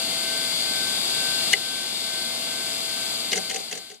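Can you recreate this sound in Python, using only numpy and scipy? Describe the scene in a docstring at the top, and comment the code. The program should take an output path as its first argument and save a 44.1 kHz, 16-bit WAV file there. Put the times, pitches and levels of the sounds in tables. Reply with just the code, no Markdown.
"""Old hard drive in an open case

Close by, worn bearings whine in a thicket of tones over fan air and hum, and two close tones beat.
A latch snaps once and ducks the recorder's gain. Later the heads chatter in four short runs,
knocking the resonances of case, frame and arm, while the sound fades out."""
import sys
import numpy as np
from scipy import signal
from scipy.fft import rfft, irfft
from scipy.io import wavfile
from scipy.ndimage import uniform_filter1d

SR = 44100
rng = np.random.default_rng(int(sys.argv[2]) if len(sys.argv) > 2 else 0)


def persist_wave(psi):
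    """Save psi, clipped to +-1, as 16-bit WAV."""
    counts = np.round(np.clip(psi, -1, 1) * 32767).astype(np.int16)
    wavfile.write(sys.argv[1], SR, np.atleast_2d(counts).T)


N = 176400
T = np.arange(N) / SR
CUTOFF_HZ = 13850
KNOCK_RISE_S, THUD_FALL_S = 0.0017, 0.014

# Stereo width of the whir: frequency_hz, likeness (left-right correlation)
LIKENESS_CURVE = [(60, 0.5), (120, .92), (400, 1.2), (700, -0.36), (1300, 0.65), (2400, 0.45),
                  (4400, -0.79), (8000, -0.08), (14000, 0.18)]
# Stereo position of the whir: frequency_hz, pan_db (left minus right)
PAN_CURVE = [(100, 4), (380, 3.5), (700, -3), (1300, 0.5), (2400, 4), (4400, 8.5), (8000, 6.5),
             (12000, -0.5)]
# Resonances of the case, drive frame and head arm: pitch_hz, width_hz, relative_db
CASE_MODES = [(187, 10.7, -2.5), (410, 49, -0.5), (474, 81, -4), (610, 69, -10.5), (766, 29, -2)]
FRAME_MODES = [(1543, 170, -8.5), (2113, 176, 4), (2243, 170, -5), (2830, 690, -3), (3640, 630, -2),
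               (4220, 840, -1.5)]
ARM_MODES = [(5870, 310, 4.5), (7070, 230, 5.5), (7840, 200, -6.5), (8060, 880, -1), (10600, 1200, -17)]


def from_db(db):
    """Decibels to gain."""
    return np.exp(np.log(10) / 20 * np.asarray(db))


def unit_rms(x):
    """Scale to rms 1."""
    return x / np.sqrt(np.mean(x ** 2) + 1e-20)


def at_hz(curve, hz):
    """Read a curve on a log-frequency axis."""
    points_hz, values = np.transpose(curve)
    return np.interp(np.log(np.maximum(hz, 1)), np.log(points_hz), values)


def automation(curve):
    """Straight ramps between points in time."""
    return np.interp(T, *np.transpose(curve))


def pan(pan_db):
    """Left and right gains of constant power; positive is left."""
    gains = from_db(np.array([[.5], [-.5]]) * pan_db)
    return gains / np.sqrt(np.mean(gains ** 2, axis=0))


def drift(corner_hz):
    """Slow random wavering of rms 1."""
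    hop, settle = 100, 1000
    pole = np.exp(-2 * np.pi * corner_hz * hop / SR)
    noise = rng.standard_normal(N // hop + settle + 2)
    slow = signal.lfilter([1], [1, -2 * pole, pole ** 2], noise)[settle:]
    return np.interp(np.arange(N) / hop, np.arange(len(slow)), unit_rms(slow - slow.mean()))


def stereo_noise(likeness, spectrum=False):
    """White noise, or its spectrum, with the given left-right correlation."""
    noise = rng.standard_normal((2, N))
    mid, side = rfft(noise) if spectrum else noise
    likeness = np.clip(likeness, -1, 1)
    return np.sqrt((1 + likeness) / 2) * mid + np.sqrt((1 - likeness) / 2) * side * [[1], [-1]]


def tone(cycles, level_db):
    """A sine with the given rms level."""
    return np.sqrt(2) * from_db(level_db) * np.sin(2 * np.pi * cycles)


def burst(peak_s, rise_s, fall_s):
    """An envelope that swells to 1 and dies away."""
    return np.exp(-np.minimum(np.maximum((peak_s - T) / rise_s, (T - peak_s) / fall_s), 40))


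def resonate(force, modes):
    """Ring parallel resonances of alternating polarity; white noise roughly keeps its power."""
    out, power = 0, 0
    for k, (hz, width_hz, db) in enumerate(modes):
        radius, gain = np.exp(-np.pi * width_hz / SR), from_db(db)
        scale = (1 - radius ** 2) / 2
        poles = [1, -2 * radius * np.cos(2 * np.pi * hz / SR), radius ** 2]
        out += (-1) ** k * gain * signal.lfilter([scale, 0, -scale], poles, force + 1e-18)
        power += gain ** 2 * scale
    return out / np.sqrt(power)


def rotor_tone(cycles, level_db, pan_db, likeness):
    """One tone of a spinning part, flickering in level by itself."""
    start = rng.random() + np.array([[0], [np.arccos(np.clip(likeness, -1, 1))]]) / (2 * np.pi)
    flicker_db = 2.05 * drift(corner_hz=2.8)
    return pan(pan_db) * tone(cycles + start, level_db + flicker_db)


def fan_air():
    """A steady rush of air from fan and platters, coloured by the case."""
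    # Colour of the rush: frequency_hz, relative_db
    colour = [(30, -95.5), (60, -90), (100, -83), (180, -70), (290, -69.5), (400, -73.5), (450, -71),
              (550, -78), (700, -68.5), (950, -76), (1400, -77.5), (1800, -81), (2250, -69), (2600, -76),
              (3400, -68), (4000, -69.5), (4600, -67.5), (5200, -74), (6200, -78), (7400, -71),
              (9000, -74.5), (11300, -84), (13400, -81)]
    hz = np.arange(N // 2 + 1) * SR / N
    noise = stereo_noise(at_hz(LIKENESS_CURVE, hz), spectrum=True)
    rush = irfft(noise * pan(at_hz(PAN_CURVE, hz)) * from_db(at_hz(colour, hz)), N)
    return from_db(1.5) * np.sqrt(SR / 2) * rush


def bearing_thicket(spin_s):
    """Harmonics of cage, spindle and ball passes; the cage puts sidebands on the ball passes."""
    # Typical level of these many weak tones: pitch_hz, level_db
    contour = [(200, -73.5), (700, -61.5), (1500, -68.5), (2200, -62), (3500, -56.5), (4800, -53),
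               (5500, -66), (7500, -57), (13500, -68)]
    cage_hz, spindle_hz, ball_pass_hz = 43.59, 71.95, 309.55
    cage, spindle, balls = (np.arange(2, CUTOFF_HZ // f) * f for f in (cage_hz, spindle_hz, ball_pass_hz))
    sidebands = balls[:, None] + cage_hz * np.arange(-3, 4)
    hz = np.concatenate([cage, spindle, sidebands.ravel()])
    level_scatter, pan_scatter, phase_scatter = rng.standard_normal((len(hz), 3)).T
    level_db = at_hz(contour, hz) + 4.5 * np.minimum(level_scatter, 2)
    gain = from_db(level_db) * pan(at_hz(PAN_CURVE, hz) + 4 * pan_scatter)
    right_shift = np.arccos(np.clip(at_hz(LIKENESS_CURVE, hz), -1, 1)) + 0.52 * phase_scatter
    phase = 2 * np.pi * rng.random(len(hz)) + np.array([[0], [1]]) * right_shift
    spectrum = np.zeros((2, N + 1), complex)
    spectrum[:, np.round(hz * N / SR).astype(int)] = gain * np.exp(1j * phase)
    loop = irfft(spectrum) * N * np.sqrt(2)  # twice oversampled, read at the wandering speed
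    position = spin_s * 2 * SR % (2 * N)
    return np.array([np.interp(position, np.arange(2 * N), channel) for channel in loop])


def motor_hum(spin_s):
    """Motors and fan blades drone over a steady mains hum."""
    # Motor and blade tones: pitch_hz, level_db, pan_db, likeness
    partials = [(240.0, -56.0, 3.0, 1.0), (260.8, -56.0, 2.0, 1.0), (359.8, -58.0, 2.0, 1.0),
                (520.5, -56.5, 3.0, 0.9), (575.7, -57, -10.0, -0.5), (619.7, -53.0, -11.0, -0.8),
                (697.3, -53.0, -4.0, -0.8), (743.4, -46.0, -8.0, -0.7), (1189.8, -55.0, 3.0, -0.2)]
    mains = tone(120.6 * T, level_db=-59)
    return mains + sum(rotor_tone(hz * spin_s, *voicing) for hz, *voicing in partials)


def bearing_whine(spin_s):
    """Worn bearings sing and slowly shift colour: some tones swell while others sink."""
    # Strongest bearing tones: pitch_hz, relative_db, pan_db, likeness, swell_db
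    whine_tones = [(2091.7, -47, 0, .8, -4), (2745.6, -47, -11, .3, 1), (2830, -47, 3, -.6, 0),
                   (3138.7, -45, 5, .4, 2), (3405.2, -42, 8, -1, 6), (3486.3, -41, 13, -.9, 0),
                   (3530.5, -46, 4, -.8, 0), (3715.4, -41.5, 11, -1, 4), (3758, -46, 12, -.8, 3),
                   (4024.7, -45, 9, -.8, -6), (4067.4, -47, 8, -.9, 0), (4183.4, -48, 16, -.2, 0),
                   (4376.7, -36.5, 4, -.9, -1), (4489.4, -45, 8, -.8, 0), (4532.1, -44, 5, -.3, 0),
                   (4576.6, -39.5, 6, -.5, 2), (4599.2, -40, 1, -.8, 0), (4620, -44, 5, -.4, 0),
                   (4995.9, -44.5, 22, -.3, 5.5), (5218.1, -52, 14, .6, 8), (7162.5, -52, 4, -1, 9),
                   (7757, -48, 6, 0, 0), (9153, -47, 7, .9, 2), (12026, -57, 0, .5, 0)]
    peak_s, width_s = 1.62, 1.01
    swell = np.exp(-((T - peak_s) / width_s) ** 2)
    return from_db(0.53) * sum(rotor_tone(hz * spin_s, db + swell_db * swell, pan_db, likeness)
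                               for hz, db, pan_db, likeness, swell_db in whine_tones)


def whistle(spin_s):
    """A high whistle on the left starts strong, sinks and partly returns."""
    # Whistle envelope: time_s, level_db
    whistle_levels = [(0, -34), (.6, -33.5), (1.6, -53), (4, -46)]
    return tone(4686.3 * spin_s, automation(whistle_levels)) * pan(18)


def fan_tone(spin_s):
    """A centred fan tone sinks and swells."""
    # Fan tone envelope: time_s, level_db
    fan_levels = [(0, -41.5), (.4, -42.5), (.8, -53.5), (1.48, -44.5), (1.9, -51.5), (2.1, -44), (4, -47)]
    return tone(663.2 * spin_s, automation(fan_levels))


def beating_pair(spin_s):
    """Two close tones swell and nearly cancel about twice a second."""
    # Pitch gap between the two: time_s, beat_hz
    beat_rates = [(0, 2.15), (1.7, 2.15), (2.2, 2.42), (4, 2.31)]
    # Envelope of the stronger tone: time_s, level_db
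    beat_levels = [(0, -44), (1.25, -42.5), (2.2, -45), (3.1, -48)]
    pitch_hz, first_dip_s = 1548, .11
    beats = np.cumsum(automation(beat_rates)) / SR
    beats -= np.interp(first_dip_s, T, beats)
    cycles, level_db = pitch_hz * spin_s, automation(beat_levels)
    return (tone(cycles, level_db) - tone(cycles + beats, level_db - 1.5)) * pan(-1)


def latch():
    """A metal latch lets go, scrapes along and hits its stop; both impacts ring and shake the case."""
    # Release and stop: start_s, relative_db, pitch_hz, t60_s
    impacts = [(1.5316, -9, 2930, .045), (1.537, -2.5, 2030, .035)]
    ring_rise_s, twin_ratio = 0.00076, 1.04
    rings, force, shake = 0, 0, 0
    for start_s, db, hz, t60_s in impacts:
        age = np.maximum(T - start_s, 0)
        phase = 2 * np.pi * hz * age
        pair = np.sin(phase) + from_db(-12) * np.sin(twin_ratio * phase)
        attack = 1 - np.exp(-age / ring_rise_s)
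        rings += from_db(db - 60 * np.minimum(age / t60_s, 2)) * attack * pair
        shake += from_db(db) * burst(start_s, KNOCK_RISE_S, THUD_FALL_S)
        force += from_db(db) * burst(start_s, rise_s=0.0002, fall_s=0.003)
    crack = from_db(-7) * resonate(force * stereo_noise(likeness=0.79), FRAME_MODES)
    thud = from_db(-23.5) * resonate(shake * stereo_noise(likeness=0.31), CASE_MODES)
    slide = from_db(-15.5) * burst(1.536, rise_s=0.0058, fall_s=0.00042) * stereo_noise(likeness=0.052)
    scrape = resonate(slide, ARM_MODES) + from_db(2) * resonate(slide, FRAME_MODES)
    return (rings + crack + scrape) * pan(5) + thud


def case_echo(knocks, t60_s=0.07):
    """A short diffuse ring inside the open case."""
    age = T[:SR // 2]
    tail = rng.standard_normal((2, len(age))) * from_db(-60 * age / t60_s)
    return signal.fftconvolve(knocks, unit_rms(tail) / np.sqrt(len(age)), axes=1)[:, :N]


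def head_seeks():
    """Each jerk of the heads thuds in the case, clacks in the frame and rasps in the arm."""
    # Head movements: peak_s, clack_db, clack_centre_hz, rasp_db
    jerks = [(3.3182, -12, 3940, -23), (3.3309, -8.5, 2330, -18), (3.358, -19, 3000, -17.5),
             (3.369, -22, 3600, -25), (3.377, -20, 1600, -20.5), (3.499, -16.5, 2920, -22.5),
             (3.512, -19, 2500, -21), (3.544, -24, 2500, -19), (3.562, -19, 2600, -17),
             (3.6, -33, 2500, -25), (3.714, -18, 2740, -20), (3.7271, -10.5, 2970, -20),
             (3.753, -18.5, 2300, -20), (3.776, -21.5, 1700, -18), (3.901, -15.5, 3470, -24),
             (3.916, -20, 2600, -22), (3.943, -24, 2500, -24)]
    focus_db_per_octave = 16  # gives each clack its own colour
    contact = stereo_noise(likeness=0.73)
    shake, clack, rub = 0, 0, 0
    for peak_s, clack_db, centre_hz, rasp_db in jerks:
        modes = [(hz, width_hz, db - focus_db_per_octave * abs(np.log2(hz / centre_hz)))
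                 for hz, width_hz, db in FRAME_MODES]
        force = burst(peak_s, KNOCK_RISE_S, fall_s=0.0052) * contact
        clack += from_db(clack_db) * resonate(force, modes)
        shake += from_db(-24) * burst(peak_s, KNOCK_RISE_S, THUD_FALL_S)
        rub += from_db(rasp_db) * burst(peak_s, KNOCK_RISE_S, fall_s=0.0067)
    thud = resonate(shake * stereo_noise(likeness=0.17), CASE_MODES)
    rasp = resonate(rub * stereo_noise(likeness=0.063), ARM_MODES)
    return thud + (clack + rasp) * pan(3)


def scene():
    """A bed of air and spinning parts, with latch and heads on top."""
    spin_s = T + 0.00023 * np.cumsum(drift(corner_hz=1.76)) / SR  # a clock that wanders with the rotation
    whir = fan_air() + bearing_thicket(spin_s) + motor_hum(spin_s) + bearing_whine(spin_s)
    whir += whistle(spin_s) + fan_tone(spin_s) + beating_pair(spin_s)
    knocks = latch() + head_seeks()
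    return whir + knocks + from_db(-15) * case_echo(knocks)


def record(dry):
    """Gain control ducks on peaks and recovers slowly; then a fade-out and a treble cut."""
    threshold_db, max_duck_db, opening_duck_db = -7.5, 5.9, 3
    attack_s, recovery_db_per_s = 0.00033, 1.2
    fade_start_s, fade_end_s = 3.116, 4.021
    level_db = 10 * np.log10(2 * uniform_filter1d(np.max(dry ** 2, axis=0), size=88) + 1e-12)
    duck_db = np.clip(level_db - threshold_db, 0, max_duck_db)
    duck_db[0] = opening_duck_db
    held_db = np.maximum.accumulate(duck_db + recovery_db_per_s * T) - recovery_db_per_s * T
    pole = np.exp(-1 / (attack_s * SR))
    ducked = dry * from_db(-signal.lfilter([1 - pole], [1, -pole], held_db))
    fade = np.clip((fade_end_s - T) / (fade_end_s - fade_start_s), 0, 1)
    clipped = np.clip(from_db(1.5) * ducked * fade, -1, 1)
    return signal.sosfilt(signal.ellip(10, .1, 80, CUTOFF_HZ, fs=SR, output="sos"), clipped)


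dry = scene()
out = record(dry)
persist_wave(out)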